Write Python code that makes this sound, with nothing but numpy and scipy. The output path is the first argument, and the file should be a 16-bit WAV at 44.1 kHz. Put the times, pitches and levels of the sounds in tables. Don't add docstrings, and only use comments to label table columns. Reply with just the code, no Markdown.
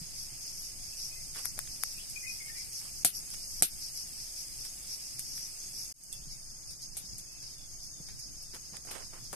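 import sys
import numpy as np
from scipy import signal
from scipy.fft import rfft, irfft, next_fast_len
from scipy.io import wavfile
from scipy.ndimage import uniform_filter1d

SR = 44100
rng = np.random.default_rng(int(sys.argv[2]) if len(sys.argv) > 2 else 0)


def convert_level_to_amplitude(level_db):
    exponent = np.asarray(level_db, float) / 20
    return 10 ** exponent


def dump(signal):
    limited = np.clip(np.atleast_2d(signal).T, -1, 1)
    pcm = np.round(limited * 32767).astype(np.int16)
    wavfile.write(sys.argv[1], SR, pcm)


N = 412335
CHANGE_S = 5.926


def per_view(levels):
    return np.where(np.arange(N) / SR < CHANGE_S, *levels)


def unit(x):
    return x / np.sqrt(np.mean(x ** 2) + 1e-20)


def along(points, hz):
    f, v = np.transpose(points)
    return np.interp(np.log(hz + 1), np.log(f + 1), v)


def curves(tables):
    s, *columns = np.vstack(tables).T
    return [np.interp(np.arange(N) / SR, s, column) for column in columns]


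def wobble(rate_hz):
    return np.interp(np.arange(N) * rate_hz / SR, np.arange(400), rng.standard_normal(400))


def filtered(x, response):
    m = next_fast_len(x.shape[-1] + 4096)
    return irfft(rfft(x, m) * response(np.fft.rfftfreq(m, 1 / SR)), m)[..., :x.shape[-1]]


def peak(f, hz, width_hz):
    return 1j * f * width_hz / (hz * hz - f * f + 1j * f * width_hz + 1e-9)


def causal(points, f):
    cepstrum = irfft(np.log(convert_level_to_amplitude(along(points, f))))
    cepstrum[1:len(f) - 1] *= 2
    cepstrum[len(f):] = 0
    return np.exp(rfft(cepstrum))


def sides(db):
    return convert_level_to_amplitude([[db / 2], [-db / 2]])


def add(out, s, x):
    part = out[:, round(s * SR):][:, :x.shape[-1]]
    part += x[:, :part.shape[-1]]


# pitch_hz, likeness (1 = the same)
ALIKE = [(60, 0.22), (180, 0.76), (540, 0.17), (1640, -0.012), (4940, 0.61), (14900, -0.01)]


def rush(spectrum):
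    def turn(hz):
        return np.arccos(np.clip(along(ALIKE, hz), -1, 1)) / 2

    def response(hz):
        return convert_level_to_amplitude(along(spectrum, hz)) * [np.cos(turn(hz)), np.sin(turn(hz))]

    mid, side = filtered(rng.standard_normal((2, N)), response)
    return unit(np.array([mid + side, mid - side]))


# pitch_hz, width_hz, level_db
PORTS = [(11060, 1530, 17), (8670, 950, 16.5)]


def ports(x):
    return filtered(x, lambda f: np.array([1 + convert_level_to_amplitude(db) * peak(f, hz, width) for hz, width, db in PORTS]))


# pitch_hz, decay_s (to fall 60 dB)
YARD = [(150, 0.17), (700, 0.044), (2000, 0.23), (8000, 0.089), (14000, 0.21), (14700, 0.0084)]


def yard(x, distance=1):
    hz, t, z = signal.stft(rng.standard_normal((2, SR // 5)), SR, nperseg=128)
    decay = convert_level_to_amplitude(-60 * t / along(YARD, hz)[:, None] / distance)
    tail = signal.istft(z * decay, SR, nperseg=128)[1]
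    return signal.fftconvolve(x, tail / np.linalg.norm(tail[0]), axes=1)


# pitch_hz, level_db (per Hz)
RUMBLE = [(8.8, -20), (15, 10), (32, -11.5), (50, -3), (70, -17), (130, -10.5), (219, -22), (312, -23.5),
          (400, -30.5), (520, -44), (880, -120)]
# pitch_hz, level_db (per Hz)
AIR = [(150, -19), (250, -8.5), (450, -9.5), (740, -7.5), (980, -12.5), (1640, -11.5), (2400, -7.5),
       (3200, -6.5), (4400, -5), (5700, -51.5), (9000, -120)]
# pitch_hz, level_db (per Hz)
HISS = [(5000, -36), (7500, 9.5), (11000, 3), (15000, 4)]
# pitch_hz, level_db (per Hz)
SIZZLE = [(3000, -62), (4500, -19), (7100, 2), (7700, 7), (9000, 2), (10500, 1.5), (12000, -4),
          (15000, 1.5)]
# time_s, level_db
FLAME = [
    [(0.0, -62), (1.84, -60), (2.34, -62.5), (3.39, -59.5), (3.54, -60.5), (5.77, -62), (5.85, -63.5)],
    [(6.2, -59), (6.59, -62), (7.14, -58.5), (7.28, -62), (8.16, -60), (8.31, -61.5), (9.35, -60.5)],
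]
# time_s, level_db
SAP = [
    [(0.0, -49), (3.22, -47), (5.77, -48), (5.85, -48)],
    [(6.2, -53.5), (6.25, -54.5), (7.34, -55), (9.35, -54.5)],
]


def flames():
    (flame_db,), (sizzle_db,) = curves(FLAME), curves(SAP)
    rumble = convert_level_to_amplitude(flame_db + 4.0 + 0.3 * wobble(3.5) + 1.7 * wobble(14)) * rush(RUMBLE)
    air_db = per_view((-63.5, -65.5)) + 0.42 * wobble(8)
    air = convert_level_to_amplitude(air_db) * (rush(AIR) + convert_level_to_amplitude(-3.0) * rush(HISS))
    burst_size = convert_level_to_amplitude(np.minimum(4 * rng.exponential(size=(2, N)), 18))
    bursts = (rng.random((2, N)) < 900 / SR) * burst_size * rng.standard_normal((2, N))
    steam = rng.standard_normal((2, N)) + 0.38 * unit(bursts)
    sizzle = unit(ports(filtered(steam, lambda hz: convert_level_to_amplitude(along(SIZZLE, hz)))))
    return rumble + air + convert_level_to_amplitude(sizzle_db - 3.5 + 0.27 * wobble(35)) * sizzle


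# start_s, peak_db, pitch_hz
FLAPS = [(0.015, -43.5, 159), (0.323, -50, 131), (0.878, -51, 89.5), (1.441, -51, 82), (1.567, -46, 79),
         (3.043, -71, 299), (3.617, -36, 159), (6.222, -55, 117), (6.271, -52, 144), (7.04, -55, 180),
         (7.132, -47, 108), (8.002, -45, 157), (8.724, -52.5, 188), (9.224, -50, 127)]


def flaps():
    out, t = np.zeros((2, N)), np.arange(SR // 10) / SR
    for s, db, hz in FLAPS:
        push = np.sin(2 * np.pi * hz * t) * (1 - np.exp(-t / 0.00053))
        add(out, s, convert_level_to_amplitude(db - 60 * t / 0.089) * push * np.ones((2, 1)))
    return out


# pitch_hz, level_db
CRACK = [(1200, -47), (2200, -6), (2850, -7.5), (3900, -3.5), (6000, -2), (9000, -4.5), (12500, -10.5),
         (14300, -15), (14600, -1)]
# start_s, peak_db, knock_db, left_over_right_db, echo_db
HUSKS = [(1.345, -44.2, -22, 14, 15), (1.675, -43.5, -11, 2, -17), (2.0994, -25, -59, 5, -7),
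         (3.3038, -35.7, -30.2, -18, 0), (4.6507, -30, -31, -16, -3), (5.194, -18, -37, -1, -9),
         (5.3795, -34.2, -21, -10, -10), (6.309, -47.2, -33.2, 0, 5), (6.8199, -34, -49, 1, -2),
         (7.1827, -28.5, -57, 6, -2), (7.4245, -38, -28.2, 2, -6), (8.087, -50.2, -11.7, -15, 4),
         (8.769, -31.5, -25.2, -17, -21)]
STICKS = [
    (1.3595, -43, -16.5, 21, 2),
    (1.4489, -31.5, -26, 11, 1),
    (1.4556, -20, -31.5, 19, -19),
    (1.5905, -24.5, -25.5, 22, -14),
    (1.8359, -22, -27, 29, -21),
]
LOGS = [(1.578, -36, -11.5, 10.5, -7), (3.0478, -2.5, -27.5, 5, -5), (3.623, -2.5, -27, 0.5, -5.5),
        (6.9689, -22.5, -29.5, -1, -0.5), (8.1925, -36.5, -40, 3, 1), (8.4265, -33, -37, 9, -5),
        (8.703, -42, -26, -15, -7), (8.851, -40, -16.5, -16, 2), (8.9116, -29, -34, 3, -1),
        (9.242, -38, -34, -26, -5), (9.329, -29.5, -38, 20, 0.5)]
STUMPS = [
    (6.0363, -30, -71, -9, -7),
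    (6.2582, -46, -30, -1.5, -4),
    (6.671, -44, -27, -4, -6),
    (6.708, -33, -26, 3, -1.5),
    (7.844, -48, -22, -3, 7),
    (8.535, -48.5, -5, 8, 1),
]
KERNELS = [
    (6.1275, -27, -27, -12, -2),
    (6.9696, -36, -21, -2, 2),
    (1.591, -40, -24, 15, -12),
    (3.339, -44, -20, -6, -4),
    (5.1945, -40, -22, -2, -4),
]


def pops():
    out, t = np.zeros((2, N)), np.arange(SR // 20) / SR
    spike = 1. * (t[None] < 1 / SR)
    snap = filtered(spike, lambda f: causal(CRACK, f))[0, :256]
    snap_padded = np.pad(snap, (0, len(t) - len(snap)))

    def split_wood(knock_hz, width_hz, knock_db):
        splinters = .45 * convert_level_to_amplitude(-60 * t / .0065) * (t > 16 / SR) * rng.standard_normal((2, len(t)))
        splinters[:, 16:18] += [1.3, -1.3]
        bulk = min(700 / knock_hz, 1) ** 3

        def wood(f):
            thud = -0.6 * peak(f, 302, 200) + 0.41 * peak(f, 113, 55)
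            thud = thud - 0.24 * peak(f, 1390, 300) + 0.36 * peak(f, 2310, 310)
            return peak(f, knock_hz, width_hz) ** 2 + bulk * thud

        def ground(f):
            return (1 - (1 - .6 * bulk) * peak(f, 2850, 900)) * (1 - bulk * peak(f, 1000, 300))

        crack = filtered(signal.fftconvolve(splinters, snap[None], axes=1)[:, :len(t)], ground)
        strike = spike + .12 * splinters
        return crack, convert_level_to_amplitude(knock_db + 37.5) * filtered(strike, lambda f: wood(f) * ground(f))

    fuels = [(2600, 2800, HUSKS), (1420, 2180, STICKS), (714, 234, LOGS), (450, 300, STUMPS),
             (3500, 660, KERNELS)]
    for knock_hz, width_hz, rows in fuels:
        for s, db, knock_db, pan_db, echo_db in rows:
            crack, knock = split_wood(knock_hz, width_hz, knock_db)
            add(out, s, convert_level_to_amplitude(db - 3.0) * sides(pan_db) * (crack + knock))
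            add(out, s + .0028, convert_level_to_amplitude(db + 3.0 + echo_db) * yard(1.88 * snap_padded + 0.66 * knock))
    return out


# start_s, length_s, level_db, tilt_db (per octave), left_over_right_db
RUSTLES = [(1.362, 0.061, -55, -0.5, -9.5), (1.97, .06, -65, 5, 2), (2.555, 0.064, -72, 1, 6),
           (2.807, 0.092, -61, 1.5, -9), (3.337, 0.012, -55.5, 1.5, -10), (6.112, 0.056, -76, 6, -7),
           (4.652, 0.017, -59, 1, -7), (5.366, 0.039, -66, 3, 15), (7.425, 0.031, -66, -1, -4),
           (7.996, 0.032, -64.5, -32, -2), (8.087, 0.016, -62, -2, 3), (8.538, 0.036, -54.5, -3.5, 1.5),
           (8.724, 0.074, -66.5, -7.5, -18), (8.87, 0.058, -63, -5, -18.5), (8.908, 0.044, -49.5, -4, -2),
           (8.94, .1, -58, -5.5, -16.5), (9.126, 0.08, -58.5, -6.5, -4.5), (9.325, 0.025, -46, -11.5, 1)]


def rustles():
    out = np.zeros((2, N))
    for s, length, db, tilt_db, pan_db in RUSTLES:
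        u = np.linspace(0, 1.6, round(1.6 * length * SR))
        near, apart = rng.standard_normal((1, len(u))), rng.standard_normal((2, len(u)))
        clumps = np.repeat(rng.standard_normal(len(u) // 130 + 1), 130)[:len(u)]
        grit = (near + 1.9 * apart) * convert_level_to_amplitude(1.54 * rng.standard_normal(len(u)) + 3.5 * clumps)
        puff = filtered(grit, lambda f: convert_level_to_amplitude(tilt_db * np.log2(f / 1000 + 1.15)) * peak(f, 1200, 4400))
        shape = np.minimum(u / 0.04, 1) * np.exp(-u ** 3)
        add(out, s, convert_level_to_amplitude(db) * sides(pan_db) * unit(puff) * shape)
    return out


def wings(strokes, hz, width_hz, swell_db):
    taps = (rng.random((2, N)) < strokes / SR) * rng.standard_normal((2, N)) * convert_level_to_amplitude(swell_db * wobble(30))
    return unit(filtered(taps, lambda f: peak(f, hz, width_hz) ** 3))


# middle_s, length_s, level_db
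NEAR = [(0.213, 0.13, -50), (0.622, 0.17, -50), (1.03, 0.15, -48.5), (1.465, 0.1, -48.5),
        (1.88, 0.19, -50.5), (2.34, 0.12, -48.5), (2.768, 0.11, -48), (3.171, 0.071, -46),
        (3.59, 0.24, -49), (3.986, 0.11, -47.5), (4.397, 0.098, -48), (4.928, 0.1, -47),
        (5.366, 0.29, -49.5), (5.806, 0.14, -48.5)]
# middle_s, length_s, level_db, brightness (0-1)
OTHERS = [(.47, 0.18, -54, 0.66), (0.895, 0.14, -56, 0.5), (1.22, 0.12, -56, 0.7), (1.385, 0.085, -53, 0.1),
          (1.747, 0.11, -54.5, 0.7), (2.1, 0.071, -57, 0), (2.228, 0.07, -53, 1),
          (2.608, 0.14, -53.5, 0.54), (2.983, 0.1, -54, 0.85), (3.336, 0.065, -53.5, .4),
          (3.425, 0.14, -55, 0.3), (3.847, 0.11, -49, 0.55), (4.218, 0.18, -53, 0.56),
          (4.635, 0.14, -51.5, 0.7), (5.05, 0.21, -55, 0.56), (5.215, 0.18, -56.5, 0.66),
          (5.63, 0.092, -55, 0.9)]
# middle_s, length_s, level_db, brightness (0-1)
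LATER = [(6.17, .06, -62, .1), (6.32, 0.072, -54.5, 0.33), (6.53, 0.13, -64, .1), (6.7, 0.098, -56, 0.28),
         (6.84, 0.082, -56.5, 0.32), (7.1, 0.16, -58, 0.088), (7.33, 0.051, -60, 0.81),
         (7.47, 0.17, -58, 0.1), (7.73, 0.11, -60.5, .2), (7.84, 0.09, -54.5, 0.48),
         (8.07, 0.098, -59.5, .1), (8.24, 0.12, -58, 0.18), (8.42, 0.14, -59, 0.16),
         (8.54, 0.081, -58, 0.27), (8.66, 0.092, -59.5, .4), (8.76, 0.074, -57, 0.14),
         (8.9, .09, -59, 0.23), (9.04, 0.097, -58, 0.19), (9.26, 0.088, -59.5, .3)]


def chirps():
    power = np.zeros((2, N))
    near = [(*row, 0.86) for row in NEAR]
    for s, length, db, bright in near + OTHERS + LATER:
        u = np.arange(-length * SR, length * SR) / (0.36 * length * SR)
        shape = np.exp(-np.abs(u) ** 3.2)
        share = np.clip(bright, 0, 1)
        beat = np.cos(2 * np.pi * 26 * (np.arange(len(shape)) / SR - length))
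        strokes = 1 + (s > CHANGE_S) * np.outer([.3, .95], beat)
        add(power, s - length, convert_level_to_amplitude(2 * db) * shape * [[1 - share], [share]] * strokes)
    return power


def crickets():
    low, high = chirps()
    field_power = convert_level_to_amplitude(2 * per_view((-53.5, -57.5))) + 3.2 * low
    field = np.sqrt(field_power) * wings(6000, hz=5128, width_hz=1350, swell_db=1.3)
    near = np.sqrt(high) * wings(1500, hz=5605, width_hz=1200, swell_db=-2.5)
    overtone = np.sqrt(high) * convert_level_to_amplitude(-6) * sides(9) * wings(1500, hz=11200, width_hz=1300, swell_db=2)
    trill_db = per_view((-55, -56.5)) + 0.19 * wobble(4.5)
    trill = convert_level_to_amplitude(trill_db) * wings(6000, hz=6494, width_hz=750, swell_db=-2.0)
    return field + near + overtone + trill


# start_s, length_s, first_hz, last_hz, level_db
SONG = [(0.92, 0.032, 2590, 2690, -75), (1.096, 0.073, 2450, 2640, -75.5), (1.151, 0.046, 2060, 2060, -76),
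        (1.955, 0.043, 2490, 2460, -73.5), (1.969, 0.034, 2650, 2710, -73), (1.99, 0.031, 2920, 3140, -74),
        (1.993, 0.037, 3300, 3370, -76), (2.015, 0.027, 2660, 2720, -79), (2.156, 0.031, 2430, 2465, -60.5),
        (2.164, .025, 2310, 2310, -72), (2.224, 0.044, 2025, 2065, -66.5), (2.245, .028, 2170, 2160, -70),
        (2.259, 0.064, 2531, 2444, -59.5), (2.27, 0.04, 2110, 2060, -78), (2.35, .06, 2510, 2510, -84),
        (2.398, 0.037, 2166, 2240, -68), (2.401, 0.049, 2040, 2110, -72), (2.445, 0.042, 2216, 2180, -71),
        (2.48, 0.044, 1780, 1880, -71), (2.49, .025, 2150, 2120, -75), (2.543, 0.055, 1955, 2010, -74),
        (2.55, 0.034, 2320, 2400, -75), (2.575, 0.02, 2190, 2200, -71), (2.585, 0.035, 2310, 2330, -75),
        (2.588, 0.044, 2120, 2030, -77), (2.63, 0.035, 2250, 2260, -79)]
# start_s, length_s, first_hz, last_hz, level_db
CALLS_FAR = [
    (6.325, .18, 8950, 8900, -68),
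    (6.62, .12, 8950, 8930, -67),
    (7.261, .14, 2620, 2620, -77),
    (7.49, .2, 3800, 3240, -77),
    (7.88, .15, 3850, 3350, -78),
    (6.285, .068, 2287, 2150, -79),
    (6.1, .06, 2720, 2700, -73),
]


def whistles():
    out = np.zeros((2, N))
    notes = [(*n, 23) for n in SONG] + [(*n, -9) for n in CALLS_FAR]
    for s, length, first_hz, last_hz, db, pan_db in notes:
        count = round(length * SR)

        def shake(rate_hz):
            return np.interp(np.linspace(0, length * rate_hz, count), np.arange(99), rng.standard_normal(99))

        pitch_hz = np.linspace(first_hz, last_hz, count) + 18 * shake(90)
        breath = 1 + .35 * shake(350)
        tone = np.sin(2 * np.pi * np.cumsum(pitch_hz) / SR) * np.hanning(count) ** .5 * breath
        add(out, s, convert_level_to_amplitude(db + 9) * sides(pan_db) * np.array([tone, -tone]))
        add(out, s + 0.015, convert_level_to_amplitude(db + 6.5) * yard(tone[None], distance=1.4))
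    return out


def frogs():
    return convert_level_to_amplitude(per_view((-70, -83))) * wings(2500, hz=2450, width_hz=1400, swell_db=-1.5)


def ducking(ahead_s, ahead_db, depth_db, above_db, recovery_s):
    t = np.arange(N) / SR
    mute_db = np.zeros(N)
    for s, db, *_ in LOGS:
        if db > above_db:
            creeping_back = depth_db * np.exp(-((t - s) / recovery_s) ** 4)
            mute_db += (t > s - ahead_s) * np.where(t < s, ahead_db, creeping_back)
    return convert_level_to_amplitude(-mute_db)


def scene():
    background = flames() + flaps() + crickets() + frogs() + whistles()
    gain = ducking(ahead_s=0.01, ahead_db=12, depth_db=13, above_db=-14, recovery_s=0.077)
    return background * gain + ports(pops() + rustles())


def fade_in():
    since = np.arange(N) / SR - CHANGE_S
    rise = np.clip(.03 + since / 0.21, 0, 1)
    return np.where(since < 0, 1, np.where(since < .014, convert_level_to_amplitude(-49), rise))


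# pitch_hz, level_db
EDGE = [(14220, 4.5), (14320, -17), (15700, -38), (16500, -60)]
# pitch_hz, level_db
MASK = [(1200, -32), (1800, -22), (2600, -14.5), (3000, -12.5), (3600, -11.5), (4350, -8), (4450, -26),
        (5700, -24), (5920, -11), (6150, -26), (6850, -24), (7050, -8), (7300, -8), (7500, -24),
        (10500, -24), (12000, -23), (14200, -22), (14330, -16), (16000, -24)]


def band_limits(x):
    hz, t, z = signal.stft(filtered(x, lambda hz: convert_level_to_amplitude(along(EDGE, hz))), SR, "cosine", nperseg=2048)
    power = np.abs(z) ** 2
    band = np.unique(np.round(36 * np.log(hz + 300)), return_inverse=True)[1]
    in_band = np.eye(band.max() + 1)[band].T / np.bincount(band)[:, None]
    trill = power[:, (hz > 6100) & (hz < 6900)].mean(axis=(0, 1))
    masker = np.exp(uniform_filter1d(np.log(trill + 1e-14), size=15))
    masker = masker * np.where(t > CHANGE_S + .1, convert_level_to_amplitude(3.5), 1)
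    scatter = convert_level_to_amplitude(7 * rng.standard_normal((len(in_band), z.shape[2])))
    strong = (in_band @ power * scatter)[:, band] > masker * convert_level_to_amplitude(2 * along(MASK, hz))[:, None]
    return signal.istft(z * strong, SR, "cosine", nperseg=2048)[1][:, :N]


def band_limit(x):
    return signal.sosfilt(signal.butter(12, 15470, fs=SR, output="sos"), x)


def record(dry):
    limited = dry / (1 + (dry / .8) ** 4) ** (1 / 4)
    mix = band_limits(limited) * fade_in()
    return band_limit(mix)


dry = scene()
out = record(dry)
dump(out)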